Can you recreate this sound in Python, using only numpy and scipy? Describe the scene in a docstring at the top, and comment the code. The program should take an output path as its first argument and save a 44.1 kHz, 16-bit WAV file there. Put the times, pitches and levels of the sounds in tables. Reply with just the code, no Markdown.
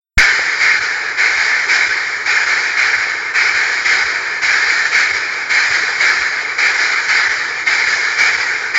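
"""Duplex steam pump

Outdoors, close to a pump working at about two strokes a second. It sets in with a low pop and briefly
overloads the microphone. Each stroke sends a chuff of wet steam roaring through the hollows of the
casting and hissing from the glands, over a low rush in the pipes. In mid-stroke the valve gear throws
over, choking the steam for a moment with a soft thud; now and then the linkage knocks."""
import sys
import numpy as np
from scipy import signal
from scipy.fft import rfft, irfft, next_fast_len
from scipy.io import wavfile
from scipy.ndimage import uniform_filter1d, map_coordinates

SR = 44100
rng = np.random.default_rng(int(sys.argv[2]) if len(sys.argv) > 2 else 0)


def store_wav(level_fs):
    """Save 16-bit WAV to argv[1]."""
    pcm = np.round(np.clip(np.atleast_2d(level_fs), -1, 1) * 32767)
    wavfile.write(sys.argv[1], SR, pcm.T.astype(np.int16))


N = 387198
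TIME = np.arange(N) / SR
FFT_SIZE = next_fast_len(N + 8192)
HZ = np.fft.rfftfreq(FFT_SIZE, 1 / SR)

# piston strokes, the two cylinders taking turns: start_s, chuff_db, hiss_db
PISTON_STROKES = [(.18, -12, -21.5), (.596, -12, -21.5), (1.175, -12, -22.5), (1.684, -12, -20.5),
                  (2.258, -12, -22.5), (2.769, -11.5, -22), (3.342, -12, -22), (3.848, -11.5, -20.5),
                  (4.419, -11.7, -21), (4.919, -12, -21), (5.496, -12, -21.5), (6.001, -11, -20.5),
                  (6.579, -12, -21.5), (7.085, -11.5, -20), (7.662, -12.5, -21.5), (8.178, -11, -20),
                  (8.743, -12.5, -21)]
# throws of the valve gear in mid-stroke: time_s, choke_db, surge_db, thud_db
VALVE_THROWS = [(.394, 1, -1, -46), (0.8, 10, 4, -37), (1.37, 3, 4.5, -37), (1.887, 7.5, 0, -40),
                (2.457, 3.5, 4, -45), (2.974, 4, 1, -39), (3.535, 2.5, 2.5, -40), (4.048, 8, -0.5, -38),
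                (4.671, 0, 3, -39), (5.126, 8, 2.5, -37.5), (5.693, 3, 3, -35), (6.203, 7.5, 0, -37.5),
                (6.774, 4, 4, -44), (7.288, 10, 1.3, -39), (7.86, 3, 4, -42), (8.372, 9, 1, -40)]


def amp(db):
    """Decibels to gain."""
    return 10 ** (np.asarray(db) / 20)


def unit(x):
    """Scale to rms 1."""
    return x / np.sqrt(np.mean(x ** 2) + 1e-20)


def colour(points):
    """Gain at each frequency from (Hz, dB) points on a log axis."""
    hz, db = np.transpose(points)
    return amp(np.interp(np.log(HZ + 1), np.log(hz), db))


def resonances(modes):
    """Gain of resonances driven by one jet; they cancel in the valleys between them."""
    return np.abs(sum(amp(db) * 1j * HZ * width / (hz ** 2 - HZ ** 2 + 1j * HZ * width)
                      for hz, width, db in modes))


def filtered(x, gain):
    """x with each frequency scaled by gain."""
    return irfft(rfft(x, FFT_SIZE) * gain, FFT_SIZE)[:N]


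def wobble(rate_hz):
    """A smooth random curve through rate_hz knots a second."""
    return map_coordinates(rng.standard_normal(int(N * rate_hz / SR) + 4), [TIME * rate_hz])


def turbulence(gain, patchy_db):
    """Coloured noise of rms 1 whose bands swell and fade in small patches."""
    bands = signal.stft(rng.standard_normal(N), nperseg=1024)[2]
    patches = uniform_filter1d(rng.standard_normal(bands.shape), size=5, axis=0)
    patches = unit(uniform_filter1d(patches, size=7, axis=1))
    noise = signal.istft(bands * amp(patchy_db * patches), nperseg=1024)[1][:N]
    return unit(filtered(noise, gain))


def since(start_s):
    """Seconds since start_s, zero before it."""
    return np.maximum(TIME - start_s, 0)


def pulse(start_s, life_s):
    """An envelope that rises to 1 in life_s and dies away."""
    age = since(start_s) / life_s
    return age * np.exp(1 - age)


def bump(start_s, hz, life_s):
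    """The heavily damped swing of a dull impact."""
    return pulse(start_s, life_s) * np.sin(2 * np.pi * hz * since(start_s))


def opening_pop(start_s=.1725, pop_db=-1.5, recoil_db=-17):
    """One low push of pressure and its slow recoil."""
    push = amp(pop_db) * pulse(start_s, life_s=.0052) ** 3
    recoil = amp(recoil_db) * pulse(start_s, life_s=.028) ** 3
    return recoil - push


def steam_flow_db(peaks_db, run_down, surge_gain=1.0, port_lead_s=.0086, closing_s=.024):
    """A jet's level: the port opens, the steam holds, runs down, surges after the throw, is shut off."""
    # time each cylinder's port takes to open: opening_s
    opening_s = [0.014, 0.016]
    level = np.full(N, float(peaks_db[0]))
    starts = [row[0] for row in PISTON_STROKES]
    for k, start in enumerate(starts):
        hold_s, drop_db, drop_s, sag_db_per_s, surge_s, shut_db = run_down[k % 2]
        late = since(start + hold_s)
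        stroke = peaks_db[k] - drop_db * (1 - np.exp(-late / drop_s)) - sag_db_per_s * late
        if k < len(VALVE_THROWS):
            throw_s, _, surge_db, _ = VALVE_THROWS[k]
            thrown = since(throw_s)
            surge_rise = 1 - np.exp(-(thrown / .03) ** 2)
            stroke += surge_gain * surge_db * surge_rise * np.exp(-thrown / surge_s)
            left_s = np.maximum(starts[k + 1] - port_lead_s - TIME, 0)
            stroke -= shut_db * np.exp(-(left_s / closing_s) ** 2)
        opened = 1 - np.exp(-(since(start - port_lead_s) / opening_s[k % 2]) ** 2)
        level += opened * (stroke - level)
    return level + 9 * np.exp(-since(starts[0]) / .067)  # the first stroke starts with extra pressure


def chuff(level_db, split_hz=2000, bite_db=3, bite_s=.2):
    """The jet rings the casting; the first fast blast of each stroke favours the higher hollows."""
    # hollows of the casting: pitch_hz, width_hz, level_db
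    hollows = [(922, 150, -7.5), (1290, 180, -13), (1544, 250, -10), (1772, 178, -2.5), (1944, 150, -8),
               (2132, 95, 1.5), (2260, 58, -4), (2360, 100, -19)]
    # spectrum of the jet that drives them: frequency_hz, level_db
    jet_spectrum = [(300, -28.5), (650, -9), (1100, -7.5), (1500, 3.5), (2350, -1.5), (2500, -6.5),
                    (2640, -14), (3500, -18), (6000, -62.5)]
    roar = turbulence(resonances(hollows) * colour(jet_spectrum), patchy_db=1.53)
    upper = filtered(roar, 1 / (1 + (split_hz / (HZ + 1)) ** 20))
    lower = roar - upper
    blast = sum((TIME > start) * np.exp(-since(start) / bite_s) for start, _, _ in PISTON_STROKES)
    roar = lower * amp(-.15 * bite_db * blast) + upper * amp(bite_db * (blast - .39))
    return roar * amp(level_db + .13 * wobble(220))


def gland_hiss(level_db):
    """Steam leaks through the glands with a bright hiss."""
    # spectrum of the leak: frequency_hz, level_db
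    leak_spectrum = [(1200, -24), (2600, -21.5), (3030, -5.5), (3400, -10), (4050, -0.5), (4550, -1.5),
                     (4850, 2.5), (5120, -1), (5380, -5), (5580, -2), (5850, -9.5), (6600, -7), (7200, -8),
                     (12000, -16.5)]
    return turbulence(colour(leak_spectrum), patchy_db=1.6) * amp(level_db)


def pipe_rush(flow_db, choke_db, mean_db=-31.5, follow=.27):
    """The pipes keep rushing between strokes and swell only a little with the flow."""
    # spectrum of the rush: frequency_hz, level_db
    pipe_spectrum = [(20, -25.5), (55, -20.5), (105, -10), (150, -12), (210, -18), (280, -9), (360, -2.5),
                     (450, 1.5), (580, -7), (900, -4), (1300, 3.5), (2500, -28.5), (9000, -67)]
    swell_db = follow * (flow_db - np.mean(flow_db))
    return turbulence(colour(pipe_spectrum), patchy_db=1.0) * amp(mean_db + swell_db + choke_db)


def steam():
    """Chuff, gland hiss and pipe rush, all driven by the flow."""
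    # how the chuff runs down, a row per cylinder: hold_s, drop_db, drop_s, sag_db_per_s, surge_s, shut_db
    chuff_decay = [(.09, 1.9, 0.076, 11, .16, 1.5), (.10, 5.5, 0.13, 8.5, .04, 3.5)]
    # how the hiss runs down: same columns
    hiss_decay = [(.065, 2.1, .08, 7.4, .1, 1), (.08, 4.73, .12, 14.1, 0.045, 3.1)]
    _, chuff_peaks, hiss_peaks = np.transpose(PISTON_STROKES)
    chuff_db = steam_flow_db(chuff_peaks, chuff_decay)
    hiss_db = steam_flow_db(hiss_peaks, hiss_decay, surge_gain=1.45)
    choke_db = valve_choke_db()
    sputter = wobble(45)  # slugs of condensate make the jet uneven
    return (chuff(chuff_db + choke_db + .61 * sputter)
            + gland_hiss(hiss_db + .35 * choke_db + .5 * sputter)
            + pipe_rush(chuff_db, .7 * choke_db))


def valve_choke_db(width_s=.0067):
    """The steam is throttled for a moment as the valve gear throws over."""
    return -sum(depth * np.exp(-((TIME - s) / width_s) ** 2) for s, depth, _, _ in VALVE_THROWS)


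def valve_thuds(thud_hz=85, lag_s=.0098, gear_lead_s=.017, gear_db=(-6, 0)):
    """The gear bumps over, harder on the second cylinder, and a piston lands on its steam cushion."""
    out = np.zeros(N)
    for k, (throw_s, _, _, db) in enumerate(VALVE_THROWS):
        gear_hz, land_hz = thud_hz * np.exp(.14 * rng.standard_normal(2))
        land_s = throw_s + lag_s
        out += amp(db + gear_db[k % 2]) * bump(land_s - gear_lead_s, gear_hz, life_s=.004)
        out += amp(db) * bump(land_s, land_hz, life_s=.006)
    return out


def linkage_knocks():
    """Slack in the oily linkage is taken up with short dull knocks."""
    # knocks in the linkage: start_s, level_db
    knocks = [(0.392, -16), (2.494, -25), (3.068, -25), (5.889, -25), (7.194, -29)]
    return sum(amp(db) * (bump(s, hz=540, life_s=.0014) + bump(s, hz=780, life_s=.0013))
               for s, db in knocks)


def scene():
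    """The pump, close by, sets in just after the pop."""
    onset = np.clip((TIME - .177) / .004, 0, 1)
    return (onset * (steam() + linkage_knocks()) + valve_thuds() + opening_pop())[None]


def record(dry, ceiling=.76, hardness=6, top_hz=15900):
    """The microphone rounds off loud peaks and keeps a narrow band; the highest peaks clip and spit."""
    rounded = dry[0] / (1 + np.abs(dry[0] / ceiling) ** hardness) ** (1 / hardness)
    treble_cut = colour([(7250, 0), (7550, -9), (7850, -30), (8700, -24), (9400, -48)])
    clipped = np.clip(filtered(rounded, treble_cut), -.72, .72)
    return filtered(clipped, HZ < top_hz)[None]


dry = scene()
out = record(dry)
store_wav(out)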